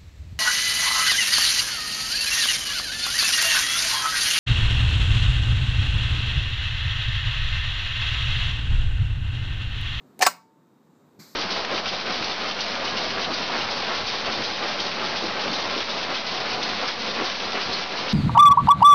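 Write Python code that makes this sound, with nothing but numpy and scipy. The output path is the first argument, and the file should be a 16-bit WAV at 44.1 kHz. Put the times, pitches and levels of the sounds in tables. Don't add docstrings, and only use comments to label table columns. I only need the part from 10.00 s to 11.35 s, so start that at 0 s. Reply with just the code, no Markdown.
import sys
import numpy as np
from scipy import signal
from scipy.fft import rfft, irfft
from scipy.io import wavfile
from scipy.ndimage import uniform_filter1d

SR = 44100
rng = np.random.default_rng(int(sys.argv[2]) if len(sys.argv) > 2 else 0)


def dump(signal):
    limited = np.clip(np.atleast_2d(signal).T, -1, 1)
    pcm = np.round(limited * 32767).astype(np.int16)
    wavfile.write(sys.argv[1], SR, pcm)


N = 59535


def amp(db):
    return 10 ** (np.asarray(db) / 20)


def lookup(points, hz):
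    f, value = np.transpose(points)
    return np.interp(np.log(hz + 1), np.log(f + 1), value)


def since(start_s):
    return np.maximum(np.arange(N) / SR - start_s, 0)


def highpass(x, hz):
    return signal.sosfilt(signal.butter(4, hz, "high", fs=SR, output="sos"), x)


def noise(spectrum, treble_db=0, shelf_hz=9500):
    hz = np.fft.rfftfreq(N, 1 / SR)
    colour = amp(lookup(spectrum, hz))
    colour /= np.sqrt(np.mean(colour ** 2))
    shelf = amp(treble_db / (1 + (shelf_hz / (hz + 1)) ** 4))
    return irfft(rfft(rng.standard_normal(N)) * colour * shelf, N)


def wavering(tones):
    total = np.zeros(N)
    for hz, width_hz, db in tones:
        drift = np.cumsum(rng.standard_normal(N)) * np.sqrt(2 * np.pi * width_hz / SR)
        total += amp(db) * np.sin(2 * np.pi * hz * since(0) + drift)
    return total


def ring(pitches_hz, modes, start_s, build_s=.0015):
    t = since(start_s)
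    partials = sum(amp(db - 60 * t / t60) * np.sin(2 * np.pi * hz * t)
                   for hz, (db, t60) in zip(pitches_hz, modes))
    return -np.expm1(-t / build_s) * partials


def reflections(x, decay, onset_s=.006):
    hz, t, bands = signal.stft(rng.standard_normal(SR), SR, nperseg=256)
    bands = bands * amp(-60 * t / lookup(decay, hz)[:, None])
    taps = signal.istft(bands, SR, nperseg=256)[1]
    taps *= np.minimum(np.arange(len(taps)) / SR / onset_s, 1)
    return signal.fftconvolve(x, taps / np.linalg.norm(taps))[:N]


# (frequency [Hz], relative density [dB])
MURMUR = [(25, -35), (60, -19), (100, -7.5), (150, 1.5), (260, 2), (420, -5), (650, -12), (1100, -12.5),
          (2000, -25), (3100, -31), (4000, -28.5), (5500, -33.5), (7800, -31.5), (9600, -43), (12000, -37),
          (15000, -33.5)]
# (frequency [Hz], width [Hz], level [dB])
WHINE = [(3760, 65, -81)]

def ventilation(murmur_db=-55.5):
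    return amp(murmur_db) * noise(MURMUR) + wavering(WHINE)


# (time [s], level [dB])
KNOCKS = [(0.1918, -39), (0.212, -37), (.267, -32.5)]
# (level [dB], t60 [s])
BODY_HZ = [175, 238, 290, 385]
BODY_MODES = [(-11.5, 0.75), (-6, 0.2), (1, 0.1), (1, .08)]

def box_knocks():
    return sum(amp(db) * ring(BODY_HZ, BODY_MODES, start_s) for start_s, db in KNOCKS)


# (time [s], clatter [dB], treble shelf [dB], walls [dB], contacts [dB], frame [dB])
BLOWS = [(0.1919, -37, 13, -44, -56, -56.5), (0.2044, -55.5, -8, -23, -56.5, -55.5),
         (0.2112, -24, -8, -36.5, -24.5, -46), (0.2135, -24.5, -6, -16.5, -27.5, -38.5),
         (0.2205, -12, 1, -16, -16, -32), (0.2244, -5, -7, -6, -4, -24), (0.2283, -6, -2, -19, -10, -27),
         (0.2324, -11, -7.5, -18, -19, -27), (0.2392, -19, -8.5, -30, -26, -37),
         (0.2641, -4.5, -1, -20, -28, -17), (0.2667, -3, 3.5, -6.5, -24, -2),
         (0.2712, -16, 4, -36, -28, -7), (0.2834, -25.5, 3, -42.5, -41, -36)]
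# (frequency [Hz], relative density [dB])
CLATTER = [(40, -40.5), (130, -23.5), (300, -4.5), (540, -6), (950, 1), (1900, -4.5), (2450, 0.5),
           (3400, -8.5), (4600, -2), (6700, -7), (8600, -9), (10200, -17.5), (13000, -16.5), (14800, -12.5)]
# (level [dB], t60 [s])
WALL_HZ = [727, 752, 779]
WALL_MODES = [(-5, .055), (-2, .055), (-8, .05)]
CONTACT_HZ = [1480, 1760, 1808, 2052, 2442, 4416, 4588, 5447, 6130, 6610]
CONTACT_MODES = [(-14, .06), (-7, .028), (0, .034), (-9, .04), (-9, .055), (-13, .06), (-14, .06),
                 (-14, .06), (-14, .055), (-15, .05)]
FRAME_HZ = [1120, 1355, 1408, 1554, 2778, 4760, 5450, 6880, 7972]
FRAME_MODES = [(0, .04), (-7, .05), (-10, .07), (-10, .06), (-16, .08), (-13, .06), (-16, .06), (-18, .08),
               (-18, .07)]
SPRING_HZ = [900, 2272, 4167]
SPRING_MODES = [(-43, .95), (-44, .38), (-56, .35)]
# (frequency [Hz], t60 [s])
CAVITY_DECAY = [(200, .26), (550, .17), (1200, .18), (2600, .15), (5000, .15), (9000, .14), (13500, .13),
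                (14700, .19)]

def clacks(rise_s=.0004, clatter_t60_s=.035, cavity_db=-11, panel_cut_hz=370):
    clatter = np.zeros(N)
    rings = ring(SPRING_HZ, SPRING_MODES, start_s=.267)
    for start_s, clatter_db, treble_db, walls_db, contacts_db, frame_db in BLOWS:
        t = since(start_s)
        envelope = np.minimum(t / rise_s, 1) * amp(clatter_db - 60 * t / clatter_t60_s)
        clatter += envelope * noise(CLATTER, treble_db)
        rings += amp(walls_db) * ring(WALL_HZ, WALL_MODES, start_s)
        rings += amp(contacts_db) * ring(CONTACT_HZ, CONTACT_MODES, start_s)
        rings += amp(frame_db) * ring(FRAME_HZ, FRAME_MODES, start_s)
    cavity = amp(cavity_db) * reflections(clatter, CAVITY_DECAY)
    return highpass(clatter + cavity + rings, panel_cut_hz)


# (frequency [Hz], width [Hz], level [dB])
SQUEAK = [(1753, 120, -18.5), (5200, 60, -18.5), (8000, 100, -22.5)]

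def blade_squeak(start_s=.2495, length_s=.013, edge_s=.0025):
    t = since(start_s)
    attack = np.minimum(t / edge_s, 1)
    release = np.exp(-np.maximum(t - length_s, 0) / edge_s)
    return attack * release * wavering(SQUEAK)


# (frequency [Hz], relative density [dB])
RUB = [(200, -10), (800, -6), (1500, 8), (2500, -26), (5500, -13), (7300, 7.5), (8300, -16), (10000, -28)]

def hand_rub(peak_s=.98, half_width_s=.094, peak_db=-77.5):
    swell = np.exp(-((since(0) - peak_s) / half_width_s) ** 2)
    return amp(peak_db) * swell * noise(RUB)


# (frequency [Hz], relative density [dB])
JET = [(50, -29.5), (200, -23), (700, -10), (1800, -9.5), (3000, -19), (3700, -9.5), (4400, 0),
       (4900, -3.5), (5400, -6.5), (7900, -9.5), (9000, -20.5), (10200, -26.5), (12400, -10), (15000, -15)]
PUFF = [(100, -15), (600, -4.5), (1300, 0.5), (1800, -4), (2100, 0.5), (2350, 3.5), (2700, -32), (6000, -4),
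        (15000, -56)]
# (level [dB], t60 [s])
THUMP_HZ = [162, 213, 288, 355]
THUMP_MODES = [(-41.5, 0.16), (-35, 0.1), (-39, 0.066), (-43.5, 0.095)]

def air(start_s=1.189, rise_s=.012):
    jet_db, surge_db, settle_s = -61, 14, .17
    puff_db, puff_t60_s = -52, .4
    t = since(start_s)
    jet = noise(JET) * amp(jet_db + surge_db * np.exp(-t / settle_s))
    puff = noise(PUFF) * amp(puff_db - 60 * t / puff_t60_s)
    thump = ring(THUMP_HZ, THUMP_MODES, start_s, build_s=.0038)
    return np.minimum(t / rise_s, 1) * (jet + puff) + thump


# (frequency [Hz], t60 [s])
ROOM_DECAY = [(150, .5), (530, .31), (1400, .33), (2600, .29), (4500, .32), (7000, .31), (10000, .24),
              (15000, .24)]

def scene(room_db=-24.5):
    switch = box_knocks() + clacks() + blade_squeak()
    room = amp(room_db) * reflections(switch, ROOM_DECAY)
    return (switch + room + air() + hand_rub() + ventilation())[None]


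def record(dry):
    threshold_db, duck_share, recovery_db_per_s = -15.5, .54, 11
    ceiling, low_cut_hz, high_cut_hz = .75, 92, 15150
    power_db = 10 * np.log10(abs(uniform_filter1d(dry[0] ** 2, size=200)) + 1e-12)
    recovery_db = since(0) * recovery_db_per_s
    held_db = np.maximum.accumulate(power_db + recovery_db) - recovery_db
    over_db = np.maximum(held_db - threshold_db, 0)
    ducked = dry * amp(-duck_share * uniform_filter1d(over_db, size=100))
    rounded = ducked / (1 + (ducked / ceiling) ** 4) ** .25
    lowpass = signal.firwin(301, high_cut_hz, window=("kaiser", 9), fs=SR)
    return signal.oaconvolve(highpass(rounded, low_cut_hz), lowpass[None], "same")


dry = scene()
out = record(dry)
dump(out)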